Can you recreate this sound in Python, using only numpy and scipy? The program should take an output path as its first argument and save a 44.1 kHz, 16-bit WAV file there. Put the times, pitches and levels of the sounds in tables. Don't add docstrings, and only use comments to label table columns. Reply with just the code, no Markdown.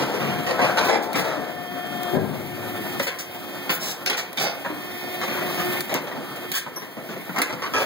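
import sys
import numpy as np
from scipy import signal
from scipy.fft import rfft, irfft, next_fast_len
from scipy.io import wavfile
from scipy.ndimage import uniform_filter1d, map_coordinates

SR = 44100
rng = np.random.default_rng(int(sys.argv[2]) if len(sys.argv) > 2 else 0)


def unload_audio(sound):
    columns = np.transpose(np.atleast_2d(sound))
    steps = np.round(np.clip(columns, -1, 1) * 32767)
    wavfile.write(sys.argv[1], SR, steps.astype(np.int16))


N = 346185
BURST_SAMPLES = 32768
BURST_HZ = np.fft.rfftfreq(BURST_SAMPLES, 1 / SR)

# time_s, strain_db
RAM_STRAIN = [(0, 12.5), (.3, 8), (.44, 4), (.6, 12.5), (.98, 8), (1.28, 14.5), (1.6, 2.5), (2.4, 1),
              (3.3, -0.5), (4.05, 1.5), (5.1, -1), (5.35, 0), (5.8, -5.5), (6.1, 4.5), (6.55, 0),
              (7.3, -0.5), (7.5, 2), (7.85, 3.5)]
# time_s, left_over_right_db
BEARING = [(0, 2), (.7, 5.5), (2.2, 7), (3.2, 0.5), (4.7, 0), (5.7, 1), (7.85, 0.5)]


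def buckling():
    # start_s, length_s, level_db, bright_db, weight_db, resonance_hz
    folds = [(0.0, 0.028, -22.5, 1, 7, 1010), (0.138, 0.03, -31.5, 3.5, 17, 700),
             (0.201, 0.096, -26, -3.5, 7.5, 603), (0.466, 0.044, -16.5, -5.5, -4, 710),
             (0.592, 0.018, -15, -15, -7, 746), (0.616, 0.036, -16, -2, 0, 726),
             (.773, 0.01, -14.5, -1.5, -17, 740), (0.784, 0.0059, -16.5, 2, -7, 700),
             (0.799, 0.092, -20, -2, -21, 805), (0.887, 0.063, -15, -6.5, -2, 670),
             (1.143, 0.013, -21, 0, 5, 700), (1.155, 0.041, -20.5, -1, 3.5, 875),
             (1.243, 0.09, -24, -9, -6, 695), (2.998, 0.0026, -14.5, -2.5, -3.5, 1900),
             (3.069, 0.021, -23.5, 3, -15, 2210), (3.694, 0.021, -19.5, 4.5, 2.5, 1730),
             (3.813, 0.084, -33, 1, 3, 796), (4.062, 0.016, -22.5, 9.5, -5, 790),
             (4.098, 0.013, -21, 6, -5, 680), (4.128, 0.014, -26, 7.5, 0, 1200),
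             (4.177, 0.018, -25.5, 4.5, -7, 1000), (4.374, 0.015, -28, 13, 6, 796),
             (4.399, 0.074, -23.5, 4, -5, 670), (4.649, 0.014, -21.5, -9, -4, 1050),
             (4.698, 0.015, -29, -17, 10, 400), (5.214, 0.026, -23.5, 1.5, -4, 1190),
             (5.28, 0.056, -27.5, 0.5, 6, 1200), (5.373, 0.019, -25.5, -4, -2, 1090),
             (5.411, 0.027, -24, -9, 3, 550), (5.469, 0.06, -33, 1.5, -3, 1160),
             (5.577, 0.044, -27.5, 1.5, 6, 1500), (5.65, 0.067, -28, -16, -1, 850),
             (5.725, 0.023, -29, -13, 7, 900), (5.767, 0.018, -29, 2, -2, 800),
             (5.894, 0.023, -28.5, 2.5, 0, 880), (5.921, 0.01, -21.5, -7, 2, 700),
             (5.948, 0.013, -20, -1, 5, 1050), (5.976, .006, -26, -1, 0, 680),
             (6.071, 0.012, -31.5, 1, 3, 1290), (6.115, .007, -28, -8, 0, 1150),
             (6.152, 0.035, -34.5, -10, 13, 650), (6.664, 0.01, -26, -18, 5, 800),
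             (6.764, 0.016, -32.5, -20, 4, 920), (6.82, 0.017, -30.5, -5, 1, 704),
             (6.968, 0.022, -31.5, -9, 11, 400), (7.089, 0.035, -31, -1.5, 7.5, 806),
             (7.162, 0.014, -31.5, -5, 11, 494), (7.293, .007, -24, -27, 7, 1100),
             (7.361, 0.012, -22, -0.5, -7, 1310), (7.382, 0.015, -19.5, -1.5, 3.5, 900),
             (7.417, 0.016, -22.5, 3, -13, 1300), (7.495, 0.014, -26.5, -2, -11, 910),
             (7.526, 0.0063, -25.5, -0.5, 9, 900), (7.621, 0.021, -22.5, -3, 0, 1400),
             (7.662, 0.0071, -24.5, 0, -10, 1400), (7.737, 0.048, -17.5, -2.5, 1.5, 1450),
             (7.75, 0.019, -25.5, -20, -10, 516), (7.803, 0.02, -19.5, 0, -5, 536)]
    # freq_hz, level_db
    thud_spectrum = [(25, -35), (60, -29), (100, -10), (160, 2.5), (330, 2.5), (520, 0), (900, -23.5),
                     (2500, -79.5)]
    crunch_spectrum = [(150, -51), (350, 3.5), (520, 3.5), (720, 2), (1050, 1), (1500, -0.5), (2000, -2.5),
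                       (3000, -20), (7000, -63)]
    edge_spectrum = [(700, -47), (1500, -16), (2200, 6.5), (3300, 2.5), (4700, -2), (6000, -2), (7500, -13),
                     (10000, -13), (15500, -21)]
    thud, crunch, edge = map(minimum_phase, (thud_spectrum, crunch_spectrum, edge_spectrum))
    out = np.zeros((2, N))
    for start_s, length_s, level_db, bright_db, weight_db, centre_hz in folds + small_folds(count=16):
        body = 1 + amp(1.5) * resonance(BURST_HZ, centre_hz, width_hz=centre_hz / 1.8)
        layers = (weight_db - 8, thud), (0, crunch * body), (bright_db - 4, edge)
        force = stroke(length_s, rise_s=0.0007, t60_s=0.059 + 2.4 * length_s)
        run = cracks(force, rate_hz=2400, spread_db=2, ring_t60_s=0.034, ring_db=1.5, lead_gain=2.83)
        run *= sheet_modes(q=32, gain=0.71, count=9)
        add(out, start_s, sum(amp(level_db + db) * burst(run * colour, force) for db, colour in layers))
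    return out


def small_folds(count):
    length_s, centre_hz, scatter_db = 0.013, 900, 3
    level_db = -30.5 + swell_db() + curves(RAM_STRAIN)[0] / 2
    return [(when * N / SR, length_s, level_db[int(when * N)] + scatter_db * (2 * size - 1),
             0, 0, centre_hz) for when, size in rng.random((count, 2))]


def scraping():
    # start_s, length_s, rise_s, level_db, rasp_hz
    slides = [(0.84, 0.02, .01, -28.5, 4000), (1.022, 0.012, 0.0049, -31, 4300),
              (1.148, 0.052, 0.011, -27.5, 4200), (1.236, 0.049, .01, -37, 4200),
              (3.017, 0.027, 0.0067, -26.5, 2320), (3.185, 0.011, 0.0029, -26, 5900),
              (3.699, 0.052, 0.0028, -25, 14400), (3.795, 0.12, 0.014, -28, 6000),
              (4.167, 0.022, 0.0024, -27, 5950), (4.394, 0.045, 0.0034, -26, 5200),
              (6.515, 0.0069, 0.0011, -29, 3270), (6.536, 0.037, 0.002, -23, 1820),
              (6.548, 0.029, 0.0037, -23.5, 8100), (7.77, 0.057, 0.011, -33, 9500)]
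    # freq_hz, level_db
    slide_spectrum = [(300, -16), (1000, -3.5), (1900, 0), (3500, 0.5), (5500, -3.5), (8000, -4.5),
                      (12000, -6.5), (15500, 3)]
    out, colour = np.zeros((2, N)), minimum_phase(slide_spectrum)
    for start_s, length_s, rise_s, level_db, rasp_hz in slides:
        force = stroke(length_s, rise_s, t60_s=0.14)
        rasp = 1 + amp(1) * resonance(BURST_HZ, rasp_hz, width_hz=rasp_hz / 3.5)
        slips = cracks(force, rate_hz=5000, spread_db=4, ring_t60_s=0.03, ring_db=4)
        add(out, start_s, amp(level_db) * burst(colour * rasp * slips, force))
    return out


def snapping():
    # start_s, length_s, level_db
    breaks = [(1.131, 0.005, -28), (2.033, 0.0025, -29), (2.996, 0.0016, -27.5), (3.076, .003, -30),
              (4.061, 0.0045, -21.5), (4.099, .003, -24), (4.33, 0.0019, -31), (4.371, .003, -34),
              (5.807, 0.0026, -21), (5.941, .003, -18), (6.517, .006, -22.5), (7.386, 0.0022, -19.5),
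              (7.418, 0.0063, -17)]
    # freq_hz, level_db
    snap_spectrum = [(300, -30), (1000, -10), (2000, 7), (3500, -1.5), (6000, -1), (9000, -5),
                     (12000, -4.5), (15500, -0.5)]
    out, colour = np.zeros((2, N)), minimum_phase(snap_spectrum)
    for start_s, length_s, level_db in breaks:
        force = stroke(length_s, rise_s=0.0002, t60_s=0.02)
        snap = cracks(force, rate_hz=4000, spread_db=4, ring_t60_s=0.06, ring_db=-6, lead_gain=5)
        add(out, start_s, amp(level_db) * burst(colour * snap, force))
    return out


def squeak(start_s, pitch_hz, level_db):
    out = np.zeros((2, N))
    jitter = 0.035 * np.array([wobble(650, size=BURST_SAMPLES) for _ in range(2)])
    phase = 2 * np.pi * np.cumsum(pitch_hz * (1 + jitter), axis=1) / SR
    tone = unit(np.sin(phase) + 1.1 * np.sin(2 * phase))
    add(out, start_s, amp(level_db) * stroke(0.011, rise_s=0.0016, t60_s=0.16) * tone)
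    return out


def ram_knocks():
    # start_s, length_s, level_db
    knocks = [(2.13, 0.016, -22), (2.15, 0.022, -18), (2.181, 0.012, -23.5)]
    # centre_hz, width_hz, level_db
    steel_modes = [(122, 30, 0), (160, 35, 1), (208, 35, 1), (257, 40, 1), (387, 50, 0), (456, 45, -2),
                   (507, 45, -3), (612, 50, -3), (717, 60, -4), (940, 160, -13), (1615, 60, -12)]
    steel = sum((-1) ** k * amp(db) * resonance(BURST_HZ, centre_hz, width_hz)
                for k, (centre_hz, width_hz, db) in enumerate(steel_modes))
    out = np.zeros((2, N))
    for start_s, length_s, level_db in knocks:
        force = stroke(length_s, rise_s=0.0011, t60_s=0.11)
        grind = cracks(force, rate_hz=2000, spread_db=3, ring_t60_s=0.05, ring_db=-4, lead_gain=5)
        add(out, start_s, amp(level_db) * burst(steel * grind, force))
    return out


def pump():
    # time_s, piston_hz
    piston_rate = [(0, 358), (1.4, 356.9), (2.1, 357.3), (2.3, 358.6), (3.2, 359), (4.8, 358.9),
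                   (5.8, 358.9), (7.1, 359), (7.5, 357.4)]
    # time_s, hum_db, octave_db, fifth_harmonic_db, ninth_harmonic_db, whine_db
    standing_waves = [(0, -36, -30, -44, -42, -39), (1.1, -34, -24, -36, -39, -41),
                      (1.55, -36.5, -28, -32.5, -38, -36.5), (2.1, -34, -26.5, -34, -34, -36.5),
                      (2.25, -38, -43, -48, -50, -41), (2.55, -30.5, -36.5, -38, -46, -42),
                      (2.85, -35.5, -40, -37, -43, -39), (3.3, -36.5, -40, -48, -40.5, -37),
                      (3.67, -36, -41, -37, -39, -36), (3.9, -38, -39, -41.5, -43, -43),
                      (4.6, -41, -38.5, -39, -40.5, -35.5), (5.05, -32.5, -36.5, -35, -41, -33.5),
                      (5.42, -34, -38, -44, -40, -37), (5.65, -29, -36, -34.5, -45, -38),
                      (5.78, -37, -47, -39.5, -44, -41), (6.1, -37, -47, -39.5, -41, -40.5),
                      (6.5, -35, -53, -38.5, -39, -38), (7.85, -47, -58, -42, -54, -47)]
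    # harmonic, level_db
    whine_lines = [(3, -11), (4, -14), (6, -4), (7, -4), (8, -13), (10, -7), (11, -15), (12, -15),
                   (13, -11), (15, -11), (16, -19)]
    valve_lines = [(17, -17), (18, -17), (23, -16), (24, -11), (26, -14), (28, -11), (29, -9), (30, -7),
                   (32, -8), (33, -9), (34, -8), (35, -14), (36, -3), (37, -7), (38, -1), (39, -7),
                   (40, -7), (41, -5), (42, -8)]
    hum_db, octave_db, fifth_db, ninth_db, whine_db = curves(standing_waves)
    sheen_db = -41.5 + valve_db()
    phase = 2 * np.pi * np.cumsum(curves(piston_rate)[0] * (1 + 0.00016 * wobble(7))) / SR

    def line(harmonic, blur_rad):
        gain = np.sqrt(2) * amp(1.5 * wobble(60))
        return gain * np.sin(harmonic * phase + rng.uniform(0, 2 * np.pi) + blur_rad * wobble(30))

    def stack(lines, blur_rad):
        return unit(sum(amp(db + 1.5 * wobble(4)) * line(harmonic, blur_rad) for harmonic, db in lines))

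    hum = amp(hum_db + 1.4 * wobble(12)) * line(1, blur_rad=0.57)
    hum += amp(octave_db + 1.2 * wobble(12)) * line(2, blur_rad=0.4)
    mid, side = [amp(fifth_db) * line(5, blur_rad=0.45)
                 + amp(ninth_db) * line(9, blur_rad=0.3)
                 + amp(whine_db) * stack(whine_lines, blur_rad=0.4)
                 + amp(sheen_db) * stack(valve_lines, blur_rad=0.2) for _ in range(2)]
    return hum + np.array([mid + side, mid - side])


def body_and_oil():
    # freq_hz, density_db
    rumble_spectrum = [(25, -39), (50, -42), (75, -18), (105, -6), (160, -2), (300, 4), (450, -11.5),
                       (800, -27), (2000, -63)]
    rush_spectrum = [(150, -31), (330, -4.5), (480, 0), (700, 1.5), (1000, -3.5), (1400, -3), (2000, -9.5),
                     (2600, -10.5), (3500, -15), (5000, -19.5), (8000, -28.5)]
    hiss_spectrum = [(700, -48), (2000, 19), (3400, 11), (5000, 4.5), (7000, 1), (10000, 4), (12500, 7),
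                     (14500, 12), (16000, 5)]
    strain_db, = curves(RAM_STRAIN)
    aside_db, = curves(BEARING)
    rumble_db = -31.5 + 0.49 * strain_db + 0.59 * aside_db
    rumble = amp(rumble_db + 1.54 * wobble(22)) * panels(flow(rumble_spectrum, patchy_db=1.5))
    rush = amp(-27.5 + strain_db + 1.6 * wobble(45)) * panels(flow(rush_spectrum, patchy_db=1.5))
    hiss = amp(-29.5 + valve_db() + 1.6 * wobble(60)) * flow(hiss_spectrum, patchy_db=2.2)
    return rumble + rush + hiss


def valve_db():
    return -0.18 * curves(RAM_STRAIN)[0] - 0.037 * curves(BEARING)[0]


def panels(noise):
    # centre_hz, width_hz, level_db
    panel_modes = [(163.4, 5, -2), (203, 6, -6), (286.6, 5, -10), (555, 12, -9), (640, 10, -7),
                   (755, 12, -7), (1190, 16, -6), (1320, 10, -11), (1560, 12, -10)]
    size, drift_db = next_fast_len(N), 2
    hz, spectrum = np.fft.rfftfreq(size, 1 / SR), rfft(noise, size)
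    ringing = np.zeros((2, N))
    for modes in (panel_modes[::2], panel_modes[1::2]):
        response = sum(amp(db) * resonance(hz, centre_hz, width_hz) for centre_hz, width_hz, db in modes)
        ringing += amp(drift_db * wobble(1.86)) * irfft(spectrum * response, size)[:, :N]
    return unit(noise + ringing)


def box_boom(start_s, boom_db, t60_s, idle_db):
    # centre_hz, width_hz, level_db
    wall_modes = [(77.6, 10, -26), (104, 22, 3), (150, 61, -2), (215, 33, 1.5)]
    size = next_fast_len(N)
    hz, age_s = np.fft.rfftfreq(size, 1 / SR), np.maximum(np.arange(N) / SR - start_s, 0)
    walls = sum(amp(db) * np.abs(resonance(hz, centre_hz, width_hz)) ** 2
                for centre_hz, width_hz, db in wall_modes)
    shudder = unit(irfft(rfft(rng.standard_normal((2, size))) * walls, size)[:, :N])
    lurch = amp(boom_db - 60 * age_s / t60_s) * (1 - np.exp(-age_s / 0.024))
    return (lurch + amp(idle_db)) * shudder


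def swell_db():
    # start_s, depth_db
    sinks = [(-.1, 13), (.46, 13), (.89, 20.5), (1.13, 10), (2.15, 14), (3.005, 16), (3.71, 16.5),
             (4.06, 18.5), (5.799, 10), (5.94, 15.5), (6.52, 19.5), (7.4, 16)]
    sink_s, recovery_db_per_s = 0.03, 9.5
    t = np.arange(N) / SR
    dips_db = [np.clip((t - start_s) / sink_s, 0, 1) * (depth_db - recovery_db_per_s * (t - start_s))
               for start_s, depth_db in sinks]
    return -np.maximum(np.max(dips_db, axis=0), 0)


def yard(sound):
    # freq_hz, t60_s
    decay = [(100, 1), (1000, 0.9), (4000, 0.32), (15000, 0.087)]
    delay_s = 0.014
    hz, t, bins = signal.stft(rng.standard_normal((2, SR // 2)), SR, nperseg=256)
    tail = signal.istft(bins * amp(-60 * t / along(decay, hz)[:, None]), SR, nperseg=256)[1]
    tail = np.pad(tail / np.linalg.norm(tail[0]), ((0, 0), (round(delay_s * SR), 0)))
    return signal.fftconvolve(sound, tail, axes=1)[:, :N]


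def stroke(length_s, rise_s, t60_s):
    t = np.arange(BURST_SAMPLES) / SR
    return (1 - np.exp(-t / rise_s)) * amp(-60 * np.maximum(t - length_s, 0) / t60_s)


def cracks(force, rate_hz, spread_db, ring_t60_s, ring_db, lead_gain=0):
    size = BURST_SAMPLES
    t = np.arange(size) / SR
    strengths = rng.choice([-1, 1], size) * amp(spread_db * np.clip(rng.standard_normal(size), -2, 2))
    train = force * strengths * (rng.random(size) < rate_hz / SR)
    train[0] = lead_gain
    ring = rng.standard_normal((2, size)) * amp(-60 * t / ring_t60_s)
    click = rng.standard_normal((2, size)) * amp(-60 * t / 0.0058)
    return rfft(train) * rfft(unit(click) + amp(ring_db) * unit(ring))


def sheet_modes(q, gain, count):
    centres_hz = np.exp(rng.uniform(np.log(400), np.log(6000), count))
    return 1 + gain * sum(resonance(BURST_HZ, hz, hz / q) for hz in centres_hz)


def resonance(hz, centre_hz, width_hz):
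    return 1j * hz * width_hz / (centre_hz ** 2 - hz ** 2 + 1j * hz * width_hz)


def flow(spectrum, patchy_db):
    hz, _, bins = signal.stft(rng.standard_normal((2, N)), SR, nperseg=1024)
    patches = uniform_filter1d(rng.standard_normal(bins.shape[1:]), size=5, axis=0)
    patches = uniform_filter1d(patches, size=8, axis=1)
    gain = amp(along(spectrum, hz)[:, None] + patchy_db * unit(patches))
    return unit(signal.istft(bins * gain, nperseg=1024)[1][:, :N])


def minimum_phase(spectrum):
    cepstrum = irfft(np.log(amp(along(spectrum, BURST_HZ))))
    cepstrum[1:BURST_SAMPLES // 2] *= 2
    cepstrum[BURST_SAMPLES // 2 + 1:] = 0
    return np.exp(rfft(cepstrum))


def burst(spectrum, force):
    return unit(irfft(spectrum)) * np.sqrt(np.mean(force ** 2))


def wobble(rate_hz, size=N):
    knots = rng.standard_normal(int(size * rate_hz / SR) + 4)
    coarse = np.arange(0, size + 64, 64)
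    return np.interp(np.arange(size), coarse, map_coordinates(knots, [coarse * rate_hz / SR]))


def curves(rows):
    time_s, *columns = np.transpose(rows)
    return [np.interp(np.arange(N) / SR, time_s, column) for column in columns]


def along(points, hz):
    freq_hz, values = np.transpose(points)
    return np.interp(np.log(hz + 1), np.log(freq_hz + 1), values)


def amp(db):
    return 10 ** (np.asarray(db) / 20)


def unit(x):
    return x / np.sqrt(np.mean(x ** 2) + 1e-20)


def add(track, start_s, sound):
    start = max(round(start_s * SR), 0)
    track[:, start:start + sound.shape[-1]] += sound[..., :N - start]


def scene():
    scrap = amp(-4.5) * buckling() + amp(1) * (scraping() + snapping())
    scrap += squeak(start_s=6.76, pitch_hz=5680, level_db=-31) + ram_knocks()
    reverb = amp(-10.5) * yard(scrap)
    drone = body_and_oil() + pump() + box_boom(start_s=2.18, boom_db=-20.5, t60_s=2.2, idle_db=-49)
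    return scrap + reverb + amp(swell_db()) * drone


def record(dry):
    # freq_hz, side_db
    stereo_width = [(40, 14), (100, -4), (330, -6), (600, -17.5), (1100, -4.5), (1800, 0)]
    # freq_hz, left_lead_rad
    phase_lead = [(80, 0.39), (350, 1.27), (500, 0.56), (750, 0.84), (1350, 0.76)]
    comb_hz, bass_hz, top_hz = 2765, 1150, 15780
    size = next_fast_len(N + SR // 2)
    hz = np.fft.rfftfreq(size, 1 / SR)
    left, right = rfft(dry, size)
    mid_gain = np.sin(np.pi * np.maximum(hz / comb_hz, 0.5))
    side_gain = np.cos(np.pi * hz / comb_hz) * amp(along(stereo_width, hz))
    norm = np.sqrt(2 * (mid_gain ** 2 + side_gain ** 2))
    mid, side = (left + right) * mid_gain / norm, (left - right) * side_gain / norm
    bass = 1 / (1 + (hz / bass_hz) ** 12)
    lead = np.exp(0.5j * along(phase_lead, hz) * bass)
    pair = np.array([(mid + side) * lead, (mid - side) / lead])
    pan = amp(np.array([[0.5], [-0.5]]) * curves(BEARING)[0])
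    out = irfft(pair * bass, size)[:, :N] * pan + irfft(pair * (1 - bass), size)[:, :N]
    lowpass = 1 / np.sqrt(1 + (hz / top_hz) ** 600)
    return irfft(rfft(out, size) * lowpass, size)[:, :N]


dry = scene()
out = record(dry)
unload_audio(out)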